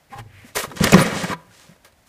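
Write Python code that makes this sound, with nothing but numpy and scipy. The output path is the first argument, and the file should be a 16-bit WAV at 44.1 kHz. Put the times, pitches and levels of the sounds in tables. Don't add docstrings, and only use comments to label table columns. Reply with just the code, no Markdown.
import sys
import numpy as np
from scipy import signal
from scipy.fft import rfft, irfft
from scipy.io import wavfile
from scipy.ndimage import uniform_filter1d

SR = 44100
rng = np.random.default_rng(int(sys.argv[2]) if len(sys.argv) > 2 else 0)


def decibels_to_gain(level_db):
    exponent = np.asarray(level_db, float) / 20
    return 10 ** exponent


def wav_out(sig):
    wavfile.write(sys.argv[1], SR, np.round(np.clip(np.atleast_2d(sig).T, -1, 1) * 32767).astype(np.int16))


N = 91948
T = np.arange(N) / SR


def unit(x):
    return x / np.sqrt(np.mean(x ** 2))


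def ring(x, peaks):
    out = 0
    for k, (hz, width_hz, db) in enumerate(peaks):
        b, a = signal.iirpeak(hz, hz / width_hz, fs=SR)
        out = out + (-1) ** k * decibels_to_gain(db) * signal.lfilter(b, a, x)
    return out


def colour(x, points):
    hz, db = np.array(points).T
    bin_hz = np.arange(N // 2 + 1) * SR / N
    gain_db = np.interp(np.log(bin_hz + 1), np.log(hz), db)
    return irfft(rfft(x) * decibels_to_gain(gain_db), N)


def walk(rate_hz):
    hold = int(SR / rate_hz)
    levels = rng.standard_normal(N // hold + 1)
    return unit(uniform_filter1d(levels[np.arange(N) // hold], hold // 2))


def swell(start_s, length_s, place=0.48):
    peak_s = start_s + np.clip(place, .02, .98) * length_s
    ramp = np.interp(T, [start_s, peak_s, start_s + length_s], [0, 1, 0])
    return np.sin(np.pi / 2 * ramp) ** 2


def decay(at_s, t60_s):
    return (T >= at_s) * 10 ** (-3 * np.maximum(T - at_s, 0) / t60_s)


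# frequency in Hz, level in dB per Hz.
AIR_SPECTRUM = [(15, -33.5), (45, 2.5), (313, -6.5), (457, -14), (582, -4), (1170, -14.5), (2010, -12.5),
                (2300, -16.5), (15500, -27)]


def room_air():
    level_db = -58 + 0.56 * walk(31)
    return decibels_to_gain(level_db) * unit(colour(rng.standard_normal(N), AIR_SPECTRUM))


def lean():
    sway = ring(rng.standard_normal(N), [(104, 20, 16), (45, 28, -3)])
    return decibels_to_gain(-50) * swell(0.051, 0.68) * unit(sway)


# start in s, length in s, centre in Hz, width in Hz, level in dB.
RUBS = [
    (0.11, 0.075, 1040, 80, -42),
    (0.17, 0.042, 1050, 70, -42),
    (0.086, 0.077, 2200, 570, -50.5),
    (0.17, 0.039, 2650, 670, -49),
    (0.14, 0.099, 800, 84, -43.5),
    (0.238, 0.055, 440, 90, -59.5),
    (0.23, 0.35, 2020, 1160, -51),
    (.64, 0.17, 400, 200, -43.5),
    (1, 0.04, 9700, 130, -30),
]


def rubs():
    out = 0
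    for start_s, length_s, hz, width_hz, db in RUBS:
        band = [(hz, width_hz, 0)]
        noise = ring(ring(rng.standard_normal(N), band), band)
        out = out + decibels_to_gain(db) * swell(start_s, length_s) * unit(noise)
    return out


def grip_creak():
    hz = 800 * (1 + .025 * walk(90))
    return decibels_to_gain(-32) * swell(.116, .05, .45) * np.sin(2 * np.pi * np.cumsum(hz) / SR)


# time in s, peak in dB, pitch in Hz, t60 in s.
THUDS = [(0.099, -45, 139, .03), (0.116, -39.5, 229, .04), (0.154, -32, 125, 0.028),
         (0.186, -29.5, 113.5, 0.088), (0.257, -35.5, 105, 0.044), (.444, -34, 243, 0.03),
         (0.636, -26, 214, 0.018), (0.675, -27, 132, 0.017), (0.689, -34.5, 139, 0.046),
         (0.723, -33, 263, 0.022), (.75, -32.5, 148, 0.019), (0.8063, -4.5, 182.4, 0.024),
         (0.8163, -10, 112, 0.017), (0.834, -10, 213, 0.026), (0.86, -12, 131, 0.0088),
         (0.9251, -6, 180, 0.022), (.9395, 2.5, 190, .045), (0.981, -4.5, 170, 0.024),
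         (1.007, -14.5, 147, .028), (1.059, -19, 180, 0.02), (1.125, -19, 190, 0.016),
         (1.234, -17, 173, 0.042), (1.3, -21.5, 207, 0.025), (1.315, -29.5, 167.7, 0.12),
         (1.389, -47.5, 173, 0.21), (1.471, -49, 107.6, .13), (1.6, -54, 80, 0.1), (1.641, -51, 160, 0.043),
         (1.691, -35, 165, 0.025), (1.71, -41.5, 182, 0.039)]
# frequency ratio, level in dB.
THUD_PARTIALS = [(1, -3), (2.05, -18), (2.85, -22.5)]
THUD_RISE_S = 0.0012
THUD_SAG_S = 0.21


def thuds():
    out = 0
    for at_s, db, hz, t60_s in THUDS:
        u = np.maximum(T - at_s, 0)
        sag = 1 - np.minimum(decibels_to_gain(db) * u / THUD_SAG_S, 1) / 4
        wave = 0
        for ratio, share_db in THUD_PARTIALS:
            wave = wave + decibels_to_gain(share_db) * np.sin(2 * np.pi * ratio * hz * u * sag)
        rise = 1 - np.exp(-u / THUD_RISE_S)
        choke = 10 ** (-3 * (u / t60_s) ** 3)
        out = out + decibels_to_gain(db) * rise * choke * wave
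    return out


# time in s, peak in dB, pitch in Hz, t60 in s.
PINGS = [(0.188, -48, 45, 0.5), (.559, -25, 430, .04), (0.5685, -19, 6270, 0.025), (.569, -23, 620, 0.03),
         (.5712, -21, 1900, 0.04), (.578, -22, 420, 0.035), (.598, -28, 560, .04), (.6, -28, 1050, .03),
         (0.6405, -23, 1094, 0.04), (.65, -29, 430, .03), (.703, -40, 3500, .01), (.704, -38, 1500, .015),
         (.715, -33, 850, .02), (.716, -32, 1300, .025), (.801, -26, 2900, 0.016), (.806, -19, 500, .04),
         (.8398, -13, 4900, 0.02), (.849, -15, 330, .02), (.867, -18, 540, .02),
         (0.9208, -13.5, 6900, 0.025), (0.9332, -6, 2242, 0.021), (.94, -7, 342, .07),
         (.9415, -11.5, 5086, 0.019), (.947, -7, 1015, 0.031), (.958, -13, 380, .03), (.9725, -9, 500, .03),
         (0.983, -16, 2900, 0.013), (.993, -14, 1300, .025), (.995, -17.5, 3900, 0.019),
         (1.022, -18, 520, .04), (1.056, -21, 450, .03), (1.084, -21, 550, .025), (1.128, -25, 1300, .02),
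         (1.51, -50.5, 1458, 0.081), (1.731, -53, 1900, .05)]


def pings():
    out = 0
    for at_s, db, hz, t60_s in PINGS:
        u = np.maximum(T - at_s, 0)
        mode = np.sin(2 * np.pi * hz * u) + .6 * np.sin(2 * np.pi * 1.11 * hz * u)
        out = out + decibels_to_gain(db) * 10 ** (-3 * u / t60_s) * mode
    return out


# start in s, length in s, level in dB.
SWEEPS = [
    (1.117, 0.13, -40),
    (1.2, 0.023, -50),
    (1.481, 0.28, -53),
    (0.43, 0.42, -58),
]


def sweep_force():
    return sum(decibels_to_gain(db) * swell(start_s, length_s, 0.4) ** 0.75 for start_s, length_s, db in SWEEPS)


# start in s, length in s, crate in dB, hiss in dB, peak place 0-1.
SCUFFS = [(0.094, 0.075, -45, -55.5, 0.55), (0.148, 0.069, -41.5, -55, 0.6), (0.303, .2, -63, -59.5, 0.46),
          (0.433, 0.094, -51.5, -54, 0.52), (0.546, 0.031, -28.5, -23.5, 0.7),
          (0.557, 0.06, -29.5, -26, 0.55), (0.592, 0.085, -36, -32.5, 0.33), (0.631, 0.024, -31, -62, 0.6),
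          (0.659, 0.32, -54, -55.5, 0), (0.836, 0.016, -46, -15.5, 0.47), (0.998, 0.056, -23, -25, 0.05),
          (1.142, 0.048, -44, -52, 0.5), (1.298, 0.056, -31.5, -70, 0.3), (1.323, 0.43, -65.5, -64.5, 0.17),
          (1.465, 0.35, -57, -61, 0.47), (1.829, 0.079, -55, -58, 0.4), (2.048, 0.078, -64, -56, .6)]


def scuff_forces():
    wall, hiss = 0, 0
    for start_s, length_s, crate_db, hiss_db, place in SCUFFS:
        shape = swell(start_s, length_s, place) ** .65
        wall = wall + decibels_to_gain(crate_db) * shape
        hiss = hiss + decibels_to_gain(hiss_db) * shape
    return wall, hiss


# time in s, crate in dB, hiss in dB, t60 in s.
KNOCKS = [(0.185, -49, -45, 0.087), (0.5699, -18, -31, 0.011), (0.644, -46, -65, 0.0043),
          (0.704, -59, -47, 0.0072), (0.7149, -32, -49, 0.024), (0.7675, -29, -28.5, 0.0067),
          (0.7985, -34.5, -54, 0.083), (0.841, -18, -17, 0.0095), (.851, -20.5, -25, 0.0067),
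          (0.868, -12, -29, 0.02), (.879, -23, -34, 0.019), (0.9216, -9.5, -11, 0.019),
          (0.9298, -5.5, -25.5, 0.028), (.941, -4.5, -19, 0.012), (0.951, -12.5, -39, 0.0064),
          (0.972, -22, -41, 0.066), (0.978, -15, -28.5, 0.034), (0.9846, -17.5, -21.5, 0.0088),
          (0.9926, -13.5, -20.5, 0.018), (1.1273, -49, -59, 0.053), (1.236, -26, -31.5, 0.063),
          (1.3019, -57, -64, 0.12), (1.328, -32, -60, 0.02), (1.598, -50, -40.5, 0.0063),
          (1.719, -47, -73, 0.012), (1.762, -46, -64, 0.014), (1.847, -43, -46.5, 0.052),
          (1.924, -59, -56, 0.025)]


def knock_forces():
    wall, hiss = 0, 0
    for at_s, crate_db, hiss_db, t60_s in KNOCKS:
        shape = decay(at_s, t60_s)
        wall = wall + decibels_to_gain(crate_db) * shape
        hiss = hiss + decibels_to_gain(hiss_db) * shape
    return wall, hiss


# time in s, pressure in dB, hiss share in dB, panel share in dB.
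DRAG = [(0.755, -43, 6.5, 18), (0.798, -35, -6.5, -24), (.83, -24.5, -3, -1), (0.857, -25, -3, 6.5),
        (.89, -26, -3.5, -7), (.915, -27.5, -5, -10), (0.945, -24, -9, -6), (.968, -24, -9, -6),
        (0.993, -27.5, -15, 13.5), (1.025, -29, -28, -3), (1.06, -26.5, -6.5, -1.5),
        (1.1, -27.5, -11.5, -7), (1.141, -25.5, -17.5, 1.5), (1.18, -29.5, -6, -5),
        (1.225, -29.5, -7, -3.5), (1.275, -34.5, -5.5, -8.5), (1.305, -28.5, -10, 0.5),
        (1.334, -35.5, -9, 2)]


def drag_forces():
    s, db, base_db, panel_db = np.array(DRAG).T
    on = np.clip(np.minimum(T - s[0], s[-1] + .01 - T) / .012, 0, 1)
    return [on * decibels_to_gain(np.interp(T, s, db + share_db)) for share_db in (0, base_db, panel_db)]


def grit(per_s, spread_db):
    chance, sign, size = rng.random((3, N))
    clicks = (chance < per_s / SR) * np.sign(sign - .5) * decibels_to_gain(-spread_db * np.log(size + 1e-9))
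    stutter_db = 1.4 * walk(130)
    return unit(clicks * decibels_to_gain(stutter_db))


def walls(x, peaks):
    out = 0
    for k, peak in enumerate(peaks):
        flicker_db = 2.4 * walk(50)
        own_grit = np.roll(x, k * (3 * k + 5)) * decibels_to_gain(flicker_db)
        out = out + (-1) ** k * ring(own_grit, [peak])
    return signal.lfilter(*signal.butter(3, 340, "high", fs=SR), out)


def rub(force, grain, sound, shape):
    g = grit(*grain)
    return sound(g * force, shape) / np.std(sound(g, shape))


# clicks per s, size spread in dB.
GRAINS = [(6000, 2.0), (12000, 1.3), (9000, 1.6), (1200, 2)]
# frequency in Hz, width in Hz, level in dB.
WALL_MODES = [(430, 255, 4), (534.4, 23, 9.5), (667, 83, -2), (794, 230, -9), (990.7, 25, 4.5),
              (1235, 247, -0.5), (1556, 180, -3.5), (1913, 260, 1), (2070, 870, -12), (2882, 284, -11),
              (3900, 900, -20)]
# frequency in Hz, level in dB per Hz.
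FINE_HISS = [(300, -25), (1000, -1), (3000, -3), (6000, -4.5), (9000, -5), (12000, -7.5), (15000, -11.5)]
# frequency in Hz, level in dB per Hz.
BASE_HISS = [(300, -30), (1000, -8), (3000, 0), (6000, -2), (8500, -4), (11000, -15), (15000, -28)]
# frequency in Hz, width in Hz, level in dB.
PANEL_MODES = [(64.4, 36, -21.5), (115, 43, -6.5), (185, 58, -5), (298, 110, -10)]


def crate():
    drag_wall, drag_base, panel = drag_forces()
    scuff_wall, scuff_hiss = scuff_forces()
    knock_wall, knock_hiss = knock_forces()
    wall_grain, fine_grain, base_grain, panel_grain = GRAINS
    out = rub(drag_wall + scuff_wall + knock_wall, wall_grain, walls, WALL_MODES)
    out = out + rub(scuff_hiss + knock_hiss, fine_grain, colour, FINE_HISS)
    out = out + rub(drag_base + sweep_force(), base_grain, colour, BASE_HISS)
    return out + rub(panel, panel_grain, ring, PANEL_MODES)


def trunk_echo(near):
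    t60_s, cut_hz, level_db = 0.49, 1990, -25.5
    tail = rng.standard_normal(SR // 2) * 10 ** (-3 * T[:SR // 2] / t60_s)
    tail = signal.lfilter(*signal.butter(1, cut_hz, fs=SR), tail)
    tail = tail / np.sqrt(np.sum(tail ** 2))
    return decibels_to_gain(level_db) * signal.fftconvolve(near, tail)[:N]


def scene():
    near = lean() + rubs() + grip_creak() + thuds() + pings() + crate()
    return np.tile(near + trunk_echo(near) + room_air(), (2, 1))


def roll_off(x):
    return signal.sosfilt(signal.butter(12, 16310, fs=SR, output="sos"), x)


def record(dry):
    top_cut = signal.ellip(8, .2, 60, 15100, fs=SR, output="sos")
    mix = np.clip(signal.sosfilt(top_cut, dry), -1, 1)
    return roll_off(mix)


dry = scene()
out = record(dry)
wav_out(out)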